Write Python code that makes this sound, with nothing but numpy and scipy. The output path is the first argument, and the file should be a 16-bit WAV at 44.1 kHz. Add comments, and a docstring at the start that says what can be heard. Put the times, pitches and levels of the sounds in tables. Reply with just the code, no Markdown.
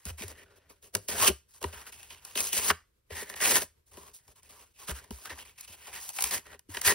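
"""A craft table in a small room: hands turn a piece of corrugated board over, pick at its paper facing
and peel it off in short rips. Fibres snap in dense clumps, crackle and shake the board; glue joints
crack. Fingertips knock on the hollow flutes; the held sheet trembles and thumps at grips and releases.
The room answers briefly. Heard from above through two microphone ports, over room tone."""
import sys
import numpy as np
from scipy import signal
from scipy.fft import rfft, irfft, next_fast_len
from scipy.io import wavfile
from scipy.ndimage import uniform_filter1d, map_coordinates

SR = 44100
rng = np.random.default_rng(int(sys.argv[2]) if len(sys.argv) > 2 else 0)


def pcm_store(signal):
    """Save signal as 16-bit PCM."""
    levels = np.round(np.clip(np.atleast_2d(signal), -1, 1) * 32767)
    wavfile.write(sys.argv[1], SR, levels.astype(np.int16).T)


N = 306054

# room tone spectrum: (frequency [Hz], density [dB])
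ROOM_TONE = [(15, -42), (25, -5), (82, -6.5), (267, -22.5), (434, -16.5), (807, -34), (923, -26.5),
             (7140, -35), (7960, -34), (13300, -32.5), (15600, -38.5)]
# fingers rubbing and picking: (start [s], length [s], board level [dB], swell start to end [dB],
# crackle over board [dB], flex over board [dB], favoured pitch [Hz])
RUBS = [(0, 0.046, -70, -3, 4, -23, 1900), (0.06, 0.042, -50, -2, 6.5, -4.5, 1430),
        (0.128, 0.037, -67, -8, 3.5, -8, 1650), (0.181, 0.056, -46.5, 2.5, 2.5, -12.5, 2200),
        (0.258, 0.062, -52, 4.5, 3, -3.5, 1870), (0.335, 0.1, -58, 4, -4.5, -6.5, 1860),
        (0.457, 0.245, -69.5, -6.5, -13, -2, 1590), (0.562, 0.022, -68, -3, 3.5, 0, 1560),
        (.698, 0.029, -60, -7, 1.5, -4, 1080), (.735, 0.056, -75, -4, 0, -3, 1400),
        (0.827, 0.051, -63, 3, 9, 0, 2620), (0.942, 0.053, -60, -13.5, 9, 10, 1400),
        (1.016, 0.041, -69.5, -2, 12, 2.5, 1680), (1.489, 0.043, -75, 2, 12.5, -16.5, 1700),
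        (1.54, 0.044, -65, -1, 9.5, -15, 1100), (1.617, 0.03, -45, -3.5, 2, -2, 960),
        (1.65, 0.11, -57, -12, 3, -3.5, 1390), (1.73, 0.14, -53, -13, 0, -13, 1590),
        (1.866, 0.035, -53, 0, 2.5, -12, 1540), (1.925, 0.068, -57.5, -12, 4.5, -13.5, 2670),
        (1.989, 0.16, -61, -10.5, 3.5, -13, 2620), (2.104, 0.092, -55, -16.5, -1, -14, 3130),
        (2.198, 0.05, -65, 8, 1, -12, 1250), (2.248, 0.13, -57.5, -7, 4.5, -13, 1210),
        (3.106, 0.067, -48, 2, -4, -11.5, 1860), (3.153, 0.078, -44, 2.5, 2, -13, 1860),
        (3.24, .045, -52, 3, -2, -9, 1840), (3.294, .02, -46.5, -1.5, 2, -7, 1860),
        (3.31, 0.036, -52.5, 0, -4.5, -8, 1860), (3.363, 0.048, -43.5, -6, 1.5, -13.5, 1860),
        (3.866, 0.037, -76.5, 5, 12.5, -8.5, 1200), (3.915, 0.083, -61.5, -1, 4, -3, 915),
        (3.977, 0.14, -59.5, -8.5, 3, -6, 1020), (4.142, .026, -70.5, -1.5, 22.5, -29, 2540),
        (4.187, .09, -73, -7, 6, -13, 1800), (4.28, 0.042, -64.5, -7, 5, -3, 1102),
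        (4.36, 0.036, -65.5, -1, 4, -12, 1096), (4.426, 0.051, -66, 1, 4, -7, 2200),
        (4.494, 0.15, -59, -5.5, 3, -9.5, 1140), (4.661, 0.063, -75, -5, 5, -11.5, 1500),
        (4.741, 0.07, -67, 10.5, 2.5, -11, 2590), (4.79, 0.12, -56, -2.5, 3, -14, 1100),
        (4.876, 0.041, -44.5, 3, 3, -9, 1520), (4.918, .076, -53, 5, 2.5, -12, 1510),
        (5.004, 0.091, -63.5, -9, -1, -4, 1860), (5.113, .145, -58.5, -0.5, 6.5, -10, 1170),
        (5.254, 0.027, -46, -5, -2, -14, 1520), (5.298, 0.038, -43.5, -8, -8, -9.5, 1840),
        (5.342, 0.046, -55, 12, 1.5, -12, 1110), (5.388, 0.038, -48.5, -4, -0.5, -14, 3100),
        (5.453, 0.15, -64, -21.5, 1, -14.5, 2230), (5.581, 0.069, -53, 3.5, 3.5, -26, 2380),
        (5.679, 0.079, -54, -2, 3.5, -11.5, 2700), (5.77, 0.09, -57, 8, 2, -14, 2220),
        (5.871, 0.063, -54, -11, -0.5, -12, 785), (5.93, 0.059, -45.5, -1, 2, -18.5, 1960),
        (6.001, 0.1, -53.5, 6, 10.5, -32, 800), (6.12, 0.053, -57.5, 14, 11.5, -30, 2580),
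        (6.187, .11, -43, 0.5, 7.5, -17, 2210), (6.402, 0.066, -66.5, 8, -1, -12, 1100),
        (6.457, .092, -54, 1, -5.5, -7, 1730), (6.695, .045, -58.5, 3, 5.5, -13.5, 1600),
        (6.743, 0.048, -43.5, -3, 1.5, -10.5, 1900)]
# facing tearing off, one list a rip:
# (time [s], board level [dB], crackle over board [dB], flex over board [dB], favoured pitch [Hz])
RIPS = [
    [(1.088, -40.5, 6.5, -9.5, 2220), (1.148, -38, 2, -2.5, 1470), (1.212, -26.5, 4, -12.5, 1202),
     (1.266, -26, 2.5, -13, 1153), (1.28, -18.5, 9, -16, 1340), (1.3, -38.5, 2.5, 4.5, 1320)],
    [(2.357, -45.5, 10.5, -6, 3020), (2.38, -34, 4.5, -14.5, 2840), (2.428, -45.5, 14.5, -3, 2020),
     (2.46, -48, 14.5, -14, 2770), (2.52, -47, 4.5, -15, 2580)],
    [(2.53, -33.5, 6.5, -18, 2700), (2.582, -36.5, 8, -11, 1550), (2.632, -39, 6, -10, 2900),
     (2.668, -40.5, 12.5, -11, 1380), (2.698, -35.5, 8.5, -20, 1390), (2.702, -16, -17.5, -20, 1260),
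     (2.712, -24.5, -4.5, -16, 1400), (2.722, -45, -8.5, -4, 1470)],
    [(3.413, -32, 3, -10, 1810), (3.443, -27.5, 4.5, -14, 1990), (3.505, -32, 7.5, -7, 2200),
     (3.567, -24.5, 6.5, -8, 1600), (3.597, -40, 5.5, -9.5, 1763), (3.63, -41.5, 9.5, -6, 1240)],
    [(6.31, -37.5, 1.5, -12, 2070), (6.346, -33, 8.5, -11, 1880), (6.39, -50, 3.5, -10, 1880)],
    [(6.815, -49, 5, -15, 1900), (6.84, -39, 4.5, -14, 1860), (6.863, -27.5, 5.5, -15.5, 2120),
     (6.923, -28, 2, -8.5, 1630), (6.94, -49.5, 8, -4, 1800)],
]
# glue joints letting go: (time [s], board level [dB], crackle over board [dB], flex over board [dB])
GLUE_SNAPS = [(0.0539, -34.5, 18.5, -5), (.0998, -25, -16, -3), (0.2215, -23.5, -5, -7),
              (.2813, -35, 14, -3), (0.7008, -43, 4, -12), (0.951, -9, 7, -5), (.968, -31.5, 12, -14),
              (1.0854, -18, 4.5, -1.5), (1.246, -6.5, 1, -14), (1.2763, -6, -2, -5),
              (1.6146, -32, -2.5, 7.5), (1.6272, -21.5, 2.5, -9), (1.6404, -12.5, -24, -6),
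              (1.728, -31.5, -14, 2), (1.9275, -43, 7, -25), (2.03, -31.5, 3.5, -25), (2.1077, -50, 6, -15),
              (2.2503, -34, 13, -32), (2.355, -15, -5, -8.5), (2.3753, -12.5, 2, -34),
              (2.4049, -19, 15, -14), (2.528, -19.5, -2, -6.5), (2.6799, -14.5, -2, -2.5),
              (2.7005, -6, -20, -2), (2.71, -19, 4.5, -20), (3.1053, -29.5, -15, 5),
              (3.129, -24.5, -6.5, -18), (3.2223, -36, 4, 7), (3.299, -24, 1, -11), (3.3397, -20, -22, -7),
              (3.3588, -34, 8, -19), (3.403, -14, -12, -19), (3.4136, -23, 9, -19), (3.4548, -9, 0, -17),
              (3.6197, -16.5, -5, -3), (3.9717, -30, -3, 1.5), (4.2795, -38.5, -1.5, -17),
              (4.4315, -51, 13, -13), (4.4992, -45.5, 5.5, 7), (4.8944, -20.5, -11.5, 1),
              (4.912, -37, -2, -13), (5.0414, -37, 3, -15), (5.1077, -24, -1.5, 1.5),
              (5.2556, -30, -16, -3), (5.3005, -26, -22, -12), (5.3288, -31, -10, -10),
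              (5.6095, -38.5, 18, -29), (5.9303, -42, 1, -14), (6.0912, -31, 17, -32),
              (6.186, -13.5, -16, -43), (6.2074, -22, 13.5, -26), (6.223, -26.5, 21.5, -32),
              (6.24, -13, 10.5, -25), (6.2567, -23, 2, -14), (6.31, -22, 9, -16), (6.467, -36, 0, -20),
              (6.5301, -27.5, -14, -9), (6.5927, -43, 10, -28), (6.746, -24, -1, -13),
              (6.77, -11.5, -10, -18), (6.8145, -23.5, 8, -23), (6.8484, -13, -1, -27),
              (6.8756, -9, 7.5, -18.5)]
# fingertips on the flutes: (time [s], level [dB], pitch [Hz])
KNOCKS = [(.059, -35, 187), (.21, -36, 220), (.236, -33.5, 391), (.952, -34.5, 393), (.957, -32, 209),
          (1.293, -17, 375), (1.299, -27.5, 188), (1.638, -28.5, 370), (2.714, -47.5, 413),
          (3.104, -39, 448), (3.224, -33.5, 420), (3.618, -32.5, 424), (3.974, -47, 339),
          (4.892, -33.5, 163), (5.107, -30.5, 213), (5.3, -47, 323), (5.697, -52.5, 200),
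          (6.69, -38.5, 292), (6.768, -38.5, 399)]
# grips and releases: (time [s], level [dB], pitch [Hz])
THUMPS = [(.068, -37, 69.4), (.105, -37, 78), (.242, -41, 89.9), (.299, -50, 74), (.954, -41.5, 97.2),
          (1.136, -61, 101.5), (1.207, -41.5, 104.6), (1.296, -34.5, 68.7), (1.651, -34.5, 79.7),
          (1.759, -51, 67.9), (2.405, -54.5, 72.3), (2.578, -48, 75), (2.706, -40, 80.6),
          (3.117, -42, 77.3), (3.465, -69.5, 54), (3.527, -52, 94), (3.58, -48.5, 73), (4.913, -34.5, 65.8),
          (5.12, -40, 66.3), (5.321, -46, 70.3), (5.692, -58.5, 88), (6.241, -48, 60), (6.352, -53.5, 88.4),
          (6.526, -58.5, 70.6), (6.696, -46, 89.6), (6.869, -41, 86)]
# resonances of board ringing, board flexing, whole sheet flapping: (frequency [Hz], width [Hz], gain [dB])
BOARD_MODES = [(783, 100, -5), (975, 120, 0.5), (1117, 130, -5.5), (1476, 300, -2.5), (1870, 212, -2.5),
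               (2323, 440, -2), (2583, 110, -4.5), (2910, 500, 2), (4000, 3600, 4.5)]
FLEX_MODES = [(165, 20, -6), (261, 58, -4), (407, 48, 3), (590, 120, -1)]
SHEET_MODES = [(70, 44, 0)]
# fibre crackle spectrum: (frequency [Hz], density [dB])
CRACKLE_SPECTRUM = [(2500, -18.5), (4500, -6.5), (5500, -4.5), (7500, -0.5), (11000, -4.5), (13500, -1.5),
                    (15600, -7.5)]
# room decay: (frequency [Hz], T60 [s])
ROOM_DECAY = [(150, 0.1), (1500, 0.24), (6000, 0.25), (15000, 0.2)]
# between the ports: (frequency [Hz], left lead [rad], likeness [0-1], left over right [dB])
PORTS = [(60, .1, .98, 0), (150, 0, .95, 1.5), (350, -.3, .8, 4), (600, -.8, .7, 3.5), (1100, -.8, .65, 0),
         (1800, 0, .95, -1), (2600, .6, .5, -4), (3800, .3, .7, -2.5), (4700, .7, .45, -2.5),
         (5900, 1.3, .6, -.5), (6800, 2.9, .97, 0), (7800, 3.4, .97, 0), (8700, 4.5, .65, 0),
         (9800, 6.15, .99, 0), (10900, 6.4, .99, 0), (11900, 7.5, .5, 0), (12800, 9.3, .99, 0),
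         (14300, 9.55, .99, 0), (15000, 10.8, .5, 0), (15800, 12.4, .8, 0)]
# microphone response: (frequency [Hz], gain [dB])
MIC_RESPONSE = [(25, -8), (50, 0), (15750, 0), (15950, -36)]

STROKE_ATTACK_DB_PER_S, STROKE_RELEASE_DB_PER_S = 2199.5, 899.5
BURST_DB, BURST_T60_S, BURST_RISE_S = -11.5, 0.019, 0.00046
ROOM_TONE_DB, REVERB_DB = -73, -20.0
BAND_LIMIT_HZ = 17140


def amp(db):
    """Level to gain."""
    return 10 ** (np.asarray(db) / 20)


def unit_rms(x):
    """x at rms 1."""
    return x / np.sqrt(np.mean(x ** 2) + 1e-20)


def lookup(table, hz, column=1):
    """Table column interpolated over log frequency."""
    points = np.array(table, float)
    return np.interp(np.log(hz + 1), np.log(points[:, 0] + 1), points[:, column])


def wobble(knots_per_s):
    """Smooth random curve."""
    knots = rng.standard_normal(int(N * knots_per_s / SR) + 4)
    return map_coordinates(knots, [np.arange(N) * knots_per_s / SR])


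def filtered(x, response):
    """x through a complex frequency response."""
    size = next_fast_len(N + SR // 2)
    return irfft(rfft(x, size) * response(np.fft.rfftfreq(size, 1 / SR)), size)[..., :N]


def drive(force, response):
    """Force through a response scaled so white noise keeps its rms."""
    hz = np.linspace(0, SR / 2, 4096)
    return filtered(force, response) / np.sqrt(np.mean(np.abs(response(hz)) ** 2))


def modes(table):
    """Causal response of resonances, alternating in sign."""
    return lambda hz: sum((-1) ** k * amp(db) * 1j * hz * width / (centre**2 - hz**2 + 1j * hz * width)
                          for k, (centre, width, db) in enumerate(table))


def room_tone():
    """Unsteady background: bass common to both ports, the rest unrelated."""
    noise = filtered(rng.standard_normal((3, N)), lambda hz: amp(lookup(ROOM_TONE, hz)))
    bass_share = lambda hz: 1 / (1 + (hz / 180) ** 4)
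    common = filtered(noise[0], lambda hz: np.sqrt(bass_share(hz)))
    separate = filtered(noise[1:], lambda hz: np.sqrt(1 - bass_share(hz)))
    return amp(ROOM_TONE_DB + 2.1 * wobble(27.0)) * unit_rms(common + separate)


def hand_strokes():
    """Rubs and rips: strength on (board, crackle, flex) and power-weighted favoured pitch."""
    rubs = [[(start_s, db - swell_db / 2, *colour), (start_s + length_s, db + swell_db / 2, *colour)]
            for start_s, length_s, db, swell_db, *colour in RUBS]
    t, centre_hz = np.arange(N) / SR, 1600
    power, weighted_octaves = np.full((3, N), 1e-10), np.zeros(N)
    for stroke in rubs + RIPS:
        times_s, board_db, crackle_db, flex_db, hz = np.transpose(stroke)
        edge_db = STROKE_ATTACK_DB_PER_S * np.minimum(t - times_s[0], 0)
        edge_db += STROKE_RELEASE_DB_PER_S * np.minimum(times_s[-1] - t, 0)
        active = edge_db > -70
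        levels_db = board_db, board_db + crackle_db, board_db + flex_db
        stroke_power = amp([np.interp(t[active], times_s, db) + edge_db[active] for db in levels_db]) ** 2
        power[:, active] += stroke_power
        weighted_octaves[active] += stroke_power[0] * np.interp(t[active], times_s, np.log2(hz / centre_hz))
    return np.sqrt(power), np.log2(centre_hz) + weighted_octaves / power[0]


def fibres(per_s, spread_db, clump_db):
    """Fibres breaking in clumps, random in time and size; rms 1."""
    breaks = rng.random(N) < per_s / SR
    size = amp(spread_db * rng.exponential(size=N)) * rng.standard_normal(N)
    clumps = amp(clump_db * (wobble(45) + 0.37 * wobble(170)))
    return unit_rms(breaks * size * clumps)


def cardboard(forces, strength, favoured_log2_hz):
    """Board rings, flexes, crackles; the shifting grip damps modes away from the favoured pitch."""
    board_force, crackle_force, flex_force = forces
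    brightness_db = np.clip(20 * np.log10(strength[1] / strength[0]), -15, 15)
    boost_db = 11 - 0.44 * brightness_db  # dull strokes ring more
    nearness = lambda hz: np.exp(-((np.log2(hz) - favoured_log2_hz) / 0.21) ** 2)
    gains = [amp(db + boost_db * nearness(hz) + 2.3 * wobble(12)) for hz, _, db in BOARD_MODES]
    shares = gains / np.sqrt(np.sum(np.square(gains), axis=0))
    sides = np.sign(rng.standard_normal(shares.shape))  # each fibre's side of a mode's node lines
    ringing = sum(share * drive(side * board_force, modes([(hz, width_hz, 0)]))
                  for side, share, (hz, width_hz, _) in zip(sides, shares, BOARD_MODES))
    flexing = drive(flex_force, modes(FLEX_MODES))
    crackle = drive(crackle_force, lambda hz: amp(lookup(CRACKLE_SPECTRUM, hz)))
    bending_delay = lambda hz: np.exp(-2j * np.pi * 0.2042 * (np.sqrt(hz) - hz / 150))  # lows come late
    return filtered(ringing + flexing, bending_delay) + crackle


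def sheet_rumble(flex_strength):
    """The held sheet trembles, more as the hands work harder."""
    effort = uniform_filter1d(flex_strength, size=1500)
    level = effort ** 0.44 * amp(-38.5 + 3.1 * wobble(10))
    return drive(level * rng.standard_normal(N), lambda hz: modes(SHEET_MODES)(hz) ** 2)


def glue_snaps():
    """Each joint cracks once, then a dying fibre burst: force on (board, crackle, flex)."""
    bursts, cracks = np.zeros((3, N + SR)), np.zeros((3, N))
    t = np.arange(SR // 5) / SR
    envelope = amp(BURST_DB - 60 * t / BURST_T60_S) * (1 - np.exp(-t / BURST_RISE_S))
    for time_s, db, crackle_db, flex_db in GLUE_SNAPS:
        start = round(time_s * SR)
        gains = amp([db, db + crackle_db, db + flex_db])
        cracks[:, start] = gains
        bursts[:, start:start + len(t)] += np.outer(gains, envelope)
    return cracks + bursts[:, :N] * fibres(per_s=19000, spread_db=2.5, clump_db=-0.6)


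def soft_blows(table, t60_s, rise_s, sag, lift_db):
    """Knock or thump: a few cycles, pitch sagging as the bend spreads."""
    blows, t = np.zeros(N + SR), np.arange(SR // 2) / SR
    settling = np.exp(-t / rise_s)
    envelope = amp(lift_db - 60 * t / t60_s) * (1 - settling)
    for time_s, db, hz in table:
        phase = 2 * np.pi * np.cumsum(hz * (1 + sag * settling)) / SR
        blows[round(time_s * SR):][:len(t)] += amp(db) * envelope * np.sin(phase)
    return blows[:N]


def reverb(x):
    """Walls answer about 6 ms late; each band dies at its own rate."""
    hz, t, bands = signal.stft(rng.standard_normal(SR // 2), SR, nperseg=128)
    decay = amp(-60 * t / lookup(ROOM_DECAY, hz)[:, None])
    tail = signal.istft(bands * decay, SR, nperseg=128)[1]
    return signal.fftconvolve(np.pad(x, (250, 0)), tail / np.linalg.norm(tail))[:N]


def scatter(x):
    """Moving hands and the table shift each band's phase at random."""
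    bands = signal.stft(x, nperseg=128)[2]
    drift = uniform_filter1d(rng.standard_normal(bands.shape), size=3, axis=0)
    drift = uniform_filter1d(drift, size=16, axis=1)
    return signal.istft(bands * np.exp(2j * unit_rms(drift)), nperseg=128)[1][:N]


def mic_ports(x):
    """Two ports, apart in phase and level; the scattered part arrives in opposite polarity."""
    mix_rad = lambda hz: np.arccos(np.clip(lookup(PORTS, hz, column=2), 0, 1)) / 2
    left_gain = lambda hz: np.exp(.5j * lookup(PORTS, hz)) * amp(lookup(PORTS, hz, column=3) / 2)
    direct = filtered(x, lambda hz: np.cos(mix_rad(hz)))
    scattered = filtered(scatter(x), lambda hz: np.sin(mix_rad(hz)))
    pair = np.array([direct + scattered, direct - scattered])
    return filtered(pair, lambda hz: [left_gain(hz), 1 / left_gain(hz)])


def scene():
    """Board and knocks with reverb, sheet dry, through the ports, over room tone."""
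    strength, favoured_log2_hz = hand_strokes()
    peel = strength * fibres(per_s=10000, spread_db=1.2, clump_db=1.62)
    board = cardboard(peel + glue_snaps(), strength, favoured_log2_hz)
    knocks = soft_blows(KNOCKS, t60_s=0.045, rise_s=0.0025, sag=0.11, lift_db=2.5)
    thumps = soft_blows(THUMPS, t60_s=0.15, rise_s=0.013, sag=0.085, lift_db=10)
    handling = board + knocks
    sheet = thumps + sheet_rumble(strength[2])
    return mic_ports(handling + amp(REVERB_DB) * reverb(handling) + sheet) + room_tone()


def record(dry):
    """The loudest peaks are rounded off; then microphone colour and band limit."""
    rounded = dry / (1 + np.abs(dry / .6) ** 3) ** (1 / 3)
    return filtered(rounded, lambda hz: amp(lookup(MIC_RESPONSE, hz)) * (hz < BAND_LIMIT_HZ))


dry = scene()
out = record(dry)
pcm_store(out)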